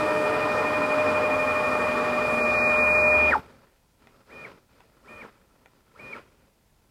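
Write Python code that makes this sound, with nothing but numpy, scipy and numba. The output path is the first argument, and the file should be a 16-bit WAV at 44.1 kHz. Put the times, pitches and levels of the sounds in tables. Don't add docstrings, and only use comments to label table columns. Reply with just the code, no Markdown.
import sys
import numpy as np
from scipy import signal
from scipy.fft import rfft, irfft
from scipy.io import wavfile
from scipy.ndimage import uniform_filter1d
from numba import njit

SR = 44100
rng = np.random.default_rng(int(sys.argv[2]) if len(sys.argv) > 2 else 0)


def wav_out(sig):
    wavfile.write(sys.argv[1], SR, np.round(np.clip(np.atleast_2d(sig).T, -1, 1) * 32767).astype(np.int16))


N = 304290

# start in seconds, end in seconds.
CRUISE_S = [
    (-1, 3.301),
    (4.321, 4.443),
    (5.089, 5.21),
    (6.001, 6.128),
]
RAMP_S = .085
BRAKE_START_S = CRUISE_S[0][1]
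HALT_S = BRAKE_START_S + 2 * RAMP_S
TURN_HZ = 12.1716
NODE_S = 2.01


def undb(db):
    return np.exp(np.asarray(db) * np.log(10) / 20)


def unit(x):
    return x / np.sqrt(np.mean(x ** 2))


def curves(rows):
    s, *columns = np.transpose(rows)
    return [np.interp(np.arange(N) / SR, s, c) for c in columns]


def spectrum_db(f, points):
    hz, db = np.transpose(points)
    return np.interp(np.log(f), np.log(hz), db)


@njit
def svf(x, hz, width):
    y, b, l = np.empty(len(x)), 0., 0.
    for i in range(len(x)):
        g, k = np.tan(np.pi * hz[i] / SR), width / hz[i]
        v = (b + g * (x[i] - l)) / (1 + g * (g + k))
        b, l, y[i] = 2 * v - b, l + 2 * g * v, k * v
    return y


def ring(x, hz, width_hz):
    return svf(x + 1e-18, hz + np.zeros(N), 1. * width_hz)


def walk(rate):
    k = int(SR / rate)
    levels = rng.standard_normal(N // k + 2)
    joined = np.interp(np.arange(N) / k, np.arange(N // k + 2), levels)
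    return unit(uniform_filter1d(joined, k))


def motion():
    # step tone in dB, extra dB speeding up, extra dB braking.
    move_db = [
        (0, 0, -0.5),
        (-45.5, -10, 1.5),
        (-48, -4.5, 2.5),
        (-44.5, -7.5, 1.5),
    ]
    t, speed, ramp_db, jog_db = np.arange(N) / SR, np.zeros(N), np.zeros(N), np.zeros(N)
    for (start, end), (step_db, up_db, down_db) in zip(CRUISE_S, move_db):
        move = np.clip(1 + np.minimum(t - start, end - t) / RAMP_S, 0, 1)
        speed += move
        bend_s = [start - .01, start + .05, end - .03, end]
        ramp_db += (move > 0) * np.interp(t, bend_s, [up_db, 0, 0, down_db])
        jog_db += (move > 0) * step_db
    return speed, ramp_db, jog_db


def linger(x, order):
    # width in Hz, share of the tone.
    panel = (9.6, 0.19)
    width_hz, share = panel
    return (1 - share) * x + share * ring(x, order * TURN_HZ, width_hz)


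def wobble_db(t):
    # level between nodes in dB, growth in dB/s.
    side_db = [
        (-34, 1.3),
        (-43.5, 5.5),
    ]
    # reference time in seconds, offset in seconds to its abrupt onset, level in dB, dB
    rattle = (1.56, -0.27, -41.5, -60)
    node_gap_s, node_fill = 2.15, .1
    wave = np.hypot(np.sin(np.pi * (t - NODE_S) / node_gap_s), node_fill)
    lines = [db + slope * (t - NODE_S) + 20 * np.log10(wave) for db, slope in side_db]
    s, rise_s, on_db, before_db = rattle
    lines.append(np.interp(t, [s - rise_s, s + rise_s], [before_db, on_db]))
    return lines


def motor(speed, ramp_db, jog_db):
    # time in seconds, pole tone in dB, step tone in dB.
    whine = [(0, -25.5, -34.5), (.3, -29.5, -34), (.55, -32.5, -32.5), (1.0, -24.5, -30.5),
             (1.5, -29.5, -29), (2.05, -30, -34), (2.42, -28.5, -25), (2.8, -28, -20.5),
             (3.3, -26.5, -18.5)]
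    wobble = [
        (1, -.41, -.18),
        (-1, .17, -.03),
        (-2, -.05, -.02),
    ]
    # centre in Hz, width in Hz, level in dB.
    frame_modes = [(864, 30, 13), (1845, 35, 1), (2252, 53, -1)]
    # centre in Hz, width in Hz, level in dB.
    jog_modes = [(1320, 38, 12), (1020, 40, 6), (2262, 70, 8.5)]
    order_numbers = (95, 100, 101, 103, 145, 149, 150, 151, 152, 153, 192, 197, 202, 206, 250, 300, 350,
                     400, 550, 600, 601)
    # dB at the start, dB at the end of the traverse, dB in the jogs.
    order_db = [(-45, -45.5, -64), (-35, -42, -66), (-51, -48.5, -71), (-52.5, -46, -69), (-54, -53.5, -80),
                (-57, -55, -83), (-52, -42, -62), (-39.5, -47, -65), (-59, -58, -80), (-60, -58.5, -82),
                (-62.5, -54, -80), (-59, -52, -72), (-49.5, -51.5, -62), (-60, -60, -69), (-61, -74, -75),
                (-66.5, -73, -89.5), (-65, -77, -79), (-63.5, -64.5, -85), (-74, -75, -95), (-73, -69, -95),
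                (-76.5, -82.5, -99)]
    throb = {151: -.8, 202: 2.1}
    # centre in Hz, wander in Hz, traverse in dB, jogs in dB.
    switching = (13399.5, 4.5, -68.5, -80)
    jog_pole_db = -61

    t = np.arange(N) / SR
    jog = t > HALT_S
    angle = 2 * np.pi * np.cumsum(speed) * TURN_HZ / SR
    pole_db, step_db = curves(whine)

    step = undb(np.where(jog, jog_db, step_db) + 0.54 * walk(25)) * np.sin(200 * angle)
    for (off, lag, slip), db in zip(wobble, wobble_db(t)):
        phase = 2 * np.pi * (lag + slip * np.tanh((t - NODE_S + .2) / .4))
        step += ~jog * undb(db + 2.5) * np.sin((200 + off) * angle + phase)
    rough_db = 4.5 * (speed < 1) * walk(110)
    step *= np.sqrt(2) * undb(ramp_db + rough_db - 1.9) * speed ** np.where(jog, 1.8, .7)

    frame = sum(undb(db) * ring(step * ~jog, hz, w) for hz, w, db in frame_modes)
    frame += sum(undb(db) * ring(step * jog, hz, w) for hz, w, db in jog_modes)

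    pole_gain = undb(np.where(jog, jog_pole_db, pole_db) + 1.1 * walk(14))
    pole = np.sqrt(2) * speed ** 4 * pole_gain * np.sin(50 * angle)

    on, orders, sway = speed > 0, np.zeros(N), [walk(3) for _ in range(3)]
    for k, (order, (first_db, last_db, small_db)) in enumerate(zip(order_numbers, order_db)):
        traverse_db = first_db + (last_db - first_db) * t / HALT_S
        db = np.where(jog, small_db, traverse_db) + 1.7 * sway[k % 3]
        orders[on] += undb(db[on]) * np.sin(order * angle[on] + throb.get(order, 0))
    orders *= np.sqrt(2) * speed ** 4

    hz, wander_hz, far_db, near_db = switching
    chopper = np.sqrt(2) * np.sin(2 * np.pi * np.cumsum(hz + wander_hz * walk(12)) / SR)
    chopper *= undb(np.where(jog, near_db, far_db) + 1.1 * walk(8))
    chopper *= uniform_filter1d(np.where(jog, speed, on), size=4000, origin=1500)
    return linger(step, order=200) + linger(pole, order=50) + frame + orders + chopper


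def room(x):
    t60_s, level_db = 0.11, -10
    t = np.arange(SR // 2) / SR
    tail = rng.standard_normal(len(t)) * 1000. ** (-t / t60_s) * (t > .004)
    tail = signal.lfilter([1], [1, -.5], tail)
    return signal.fftconvolve(x, tail / np.sqrt(np.sum(tail ** 2)))[:N] * undb(level_db)


def screw(speed):
    # Hz at start, turning time in
    # seconds, Hz there, Hz at halt.
    slide = [(112.9, 2.3, 76, 75), (312, 2.3, 235, 250), (428, 1.5, 490, 415), (960, 2.4, 1170, 957),
             (4740, 1.5, 4700, 4750), (8580, 1.5, 7200, 7600), (10500, 1.6, 8900, 10700)]
    # width in Hz, dB at start, dB at the turn, dB at halt.
    slide_db = [(6, -54, -52.5, -44.5), (9, -38, -40, -46), (34, -34.5, -39, -44), (44, -37, -34.5, -40),
                (500, -56.5, -59, -57), (898, -62.5, -64, -64), (700, -71, -64, -69)]
    # centre in Hz, width in Hz, level in dB.
    gantry = [(858, 20, -39.5), (742, 30, -43)]
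    whirl_db = (6.5, 1)

    t = np.arange(N) / SR
    on = speed * (t < HALT_S)
    modes = []
    for (first_hz, s, turn_hz, last_hz), (w, *levels_db) in zip(slide, slide_db):
        bend_s = [0, s, BRAKE_START_S]
        hz = np.interp(t, bend_s, [first_hz, turn_hz, last_hz])
        modes.append((hz, w, np.interp(t, bend_s, levels_db)))
    modes += gantry

    shaken = np.zeros(N)
    for hz, w, db in modes:
        impacts = unit(ring(rng.standard_normal(N), hz, 1.34 * w))
        shaken += ring(on * undb(db + 1.77) * impacts, hz, 1.2 * w)
    whirl = sum(undb(db + extra_db) * np.sin(2 * np.pi * np.cumsum(hz) / SR)
                for (hz, _, db), extra_db in zip(modes, whirl_db))
    return shaken + on * whirl


def rumble_db(speed):
    # dB at 140, 430, 1300 and 4500 Hz.
    roll_start_db = (-42.5, -32.5, -32, -45)
    roll_fade_db = (-1, -1, -1.5, -2)
    jog_roll_db = (-57, -49, -55, -61)
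    jog_brake_db = (-58, -46, -51.5, -65.5)
    stop_db = (-43, -42, -47.5, -55.5)
    settle_db = (-57.5, -56, -59.5, -65)
    rustle_db = (1.5, 3.5, -1, -5)
    roll_power = (2.5, 1.8, 1.9, 1.15)
    # extra rolling in dB, extra braking in dB.
    jog_extra_db = [
        (1, -1),
        (0, -1),
        (0.97, 2),
    ]
    # seconds after braking begins, half width in seconds, level in dB.
    coast = (0.1, 0.064, -14.5)
    # start in seconds, end in seconds, dB, bass tilt in dB.
    rustle = [(4.0, 4.14, -66.5, 0.5), (4.139, 4.23, -63.5, 1.5), (4.52, 4.602, -67.5, 5.5),
              (4.699, 4.822, -67.5, -1), (4.819, 5.034, -70, 0.5), (5.361, 5.827, -71, 0),
              (5.861, 5.942, -71, -0.5), (6.245, 6.5, -71, 1)]
    roll_lag_s, stop_s, settle_db_per_s = .03, 3.385, 36
    brake_lag_s, brake_half_s = .035, .036
    rustle_edge_s, quiet_db = .04, -80.5

    hop = 64
    t = np.arange(0, N, hop) / SR

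    def col(db):
        return undb(np.array(db)[:, None]) ** 2

    def bump(s, half_s):
        return np.exp(-((t - s) / half_s) ** 2)

    keep = np.exp(-hop / SR / roll_lag_s)
    lagged = signal.lfilter([1 - keep], [1, -keep], speed[::hop], zi=[keep])[0]
    roll = lagged ** np.array(roll_power)[:, None]
    fade = col(roll_fade_db) ** (t / HALT_S)
    power = col(roll_start_db) * fade * roll ** 1.6 * (t < HALT_S + RAMP_S)
    power += col(stop_db) * bump(stop_s, .015) + undb(quiet_db) ** 2

    still = np.clip(t - HALT_S, -.1, 1)
    decay = undb(-settle_db_per_s * still * (1 + (still / 0.29) ** 2)) ** 2
    power += col(settle_db) * (t > stop_s) * decay

    coast_lag_s, coast_half_s, coast_db = coast
    for (start, end), (roll_db, brake_db) in zip(CRUISE_S[1:], jog_extra_db):
        near = np.abs(t - (start + end) / 2) < .3
        shiver = undb(coast_db) ** 2 * bump(end + coast_lag_s, coast_half_s)
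        power += col(jog_roll_db) * undb(roll_db) ** 2 * (roll * near + shiver)
        power += col(jog_brake_db) * undb(brake_db) ** 2 * bump(end + brake_lag_s, brake_half_s)

    for start, end, db, tilt_db in rustle:
        edge = np.clip(np.minimum(t - start, end - t) / rustle_edge_s + .5, 0, 1) ** 2
        power += col(rustle_db) * col(db + tilt_db * np.arange(1, -1.1, -2 / 3)) * edge
    return [np.interp(np.arange(N), t * SR, 10 * np.log10(p)) for p in power]


def rumble(speed):
    # centre in Hz, width in Hz, dB over the rumble.
    body_modes = [(245, 25, 5), (430, 50, 4), (545, 30, 3), (1332, 24, 9), (1420, 40, 3), (2360, 40, 5),
                  (2520, 70, 6), (4900, 700, -5), (12700, 600, 0)]
    band_hz = (140, 430, 1300, 4500)
    # frequency in Hz, dB a third octave.
    colour = [(25, -34.5), (45, -22.5), (70, -14.5), (140, -8), (250, -10.5), (430, -9), (750, -7),
              (1000, -5.5), (1500, -7), (2000, -6), (2500, -9.5), (3200, -9.5), (5000, -8), (6300, -14.5),
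              (9000, -13), (15000, -26)]
    # centre in Hz, width in Hz, share.
    jog_dip = (735, 260, 0.5)

    levels = rumble_db(speed)
    f = np.fft.rfftfreq(N, 1 / SR) + 1e-3
    body = 1 + sum(undb(db) ** 2 / (1 + (2 * (f - hz) / w) ** 2) for hz, w, db in body_modes)
    density = np.sqrt(body * SR / 2 / (.23 * f))
    noise = rfft(rng.standard_normal(N)) * undb(spectrum_db(f, colour)) * density
    grain_db = (.7 + 1.6 * (1 - speed)) * walk(250)
    out = 0
    for hz in 35 * 2. ** np.arange(10):
        place = np.interp(np.log(hz), np.log(band_hz), range(4))
        low = min(int(place), 2)
        db = levels[low] + (place - low) * (levels[low + 1] - levels[low])
        db -= 3.0 * (1 - speed) * (hz > 6000)
        db = db + grain_db * min(1, hz / 500, 2500 / hz) + 1.1 * walk(9)
        share = np.cos(np.pi / 2 * np.clip(np.log2(f / hz), -1, 1)) ** 2
        out = out + irfft(noise * share, N) * undb(db)
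    hz, width_hz, share = jog_dip
    return out - share * (np.arange(N) / SR > HALT_S) * ring(out, hz, width_hz)


def floor():
    # frequency in Hz, spectral level in dB.
    hiss_colour = [(15, -34), (25, -0.5), (56, -2), (178, -7.5), (227, -10), (289, -13), (399, -15),
                   (1020, -18), (1140, -24.5), (15500, -31)]
    level_db = -64.5
    f = np.fft.rfftfreq(N, 1 / SR) + 1
    noise = rfft(rng.standard_normal(N)) * undb(spectrum_db(f, hiss_colour))
    return unit(irfft(noise, N)) * undb(level_db)


def keys():
    # time in seconds, peak in dB.
    presses = [
        (4.071, -41.5),
        (4.805, -41),
        (5.659, -39),
    ]
    # frequency in Hz, level in dB, t60 in seconds.
    plastic_modes = [(880, 2.5, 0.0078), (1446, -4, 0.014), (1925, 2.5, 0.007), (2400, -5, 0.013),
                     (3460, -7, .009), (6500, -15.5, .005)]
    # t60 in seconds, level in dB, centre in Hz.
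    crack = (.003, -7.5, 2000)

    out, t = np.zeros(N), np.arange(2000) / SR
    crack_t60, crack_db, crack_hz = crack
    chance = rng.standard_normal((len(presses), len(plastic_modes)))
    for (s, peak_db), row in zip(presses, chance):
        click = np.zeros(len(t))
        for (hz, db, t60), c in zip(plastic_modes, row):
            tone = np.sin(2 * np.pi * hz * (1 + 0.039 * c) * t)
            click += undb(db + 1.5 * c) * tone * 1000. ** (-t / t60)
        contact = svf(rng.standard_normal(len(t)), crack_hz + 0 * t, 2. * crack_hz)
        click += undb(crack_db + 10) * 1000. ** (-t / crack_t60) * contact
        click *= 1 - np.exp(-t / 0.00042)
        i = int(s * SR)
        out[i:i + len(t)] += click / np.abs(click).max() * undb(peak_db)
    return out


def scene():
    speed, ramp_db, jog_db = motion()
    near = motor(speed, ramp_db, jog_db)
    click = keys()
    reverberant = room(undb(-3.5) * near + click)
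    return (near + click + reverberant + screw(speed) + rumble(speed) + floor())[None]


def band_gaps(dry):
    # start in seconds, end in seconds of a gap.
    gaps_s = [(2.425, 2.445), (2.57, 2.71), (2.77, 2.84), (2.9, 3.15)]
    edges_hz = (2620, 2950, 3300, 3750)
    t, f, spectrum = np.arange(N) / SR, np.fft.rfftfreq(N, 1 / SR), rfft(dry)
    inside = np.max([np.minimum(t - start, end - t) for start, end in gaps_s], axis=0)
    out = dry
    for low_hz, top_hz in zip(edges_hz, edges_hz[1:]):
        ragged_s = (low_hz - 2400) * (4e-5 * walk(25) - 3e-5)
        gate = np.clip((inside + ragged_s + .012) / .008 + .5, 0, 1)
        out = out - gate * irfft(spectrum * ((f > low_hz) & (f <= top_hz)), N)
    return out


def roll_off(x):
    return signal.sosfilt(signal.butter(12, 15640, fs=SR, output="sos"), x)


def record(dry):
    mix = band_gaps(dry)
    return roll_off(mix)


dry = scene()
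out = record(dry)
wav_out(out)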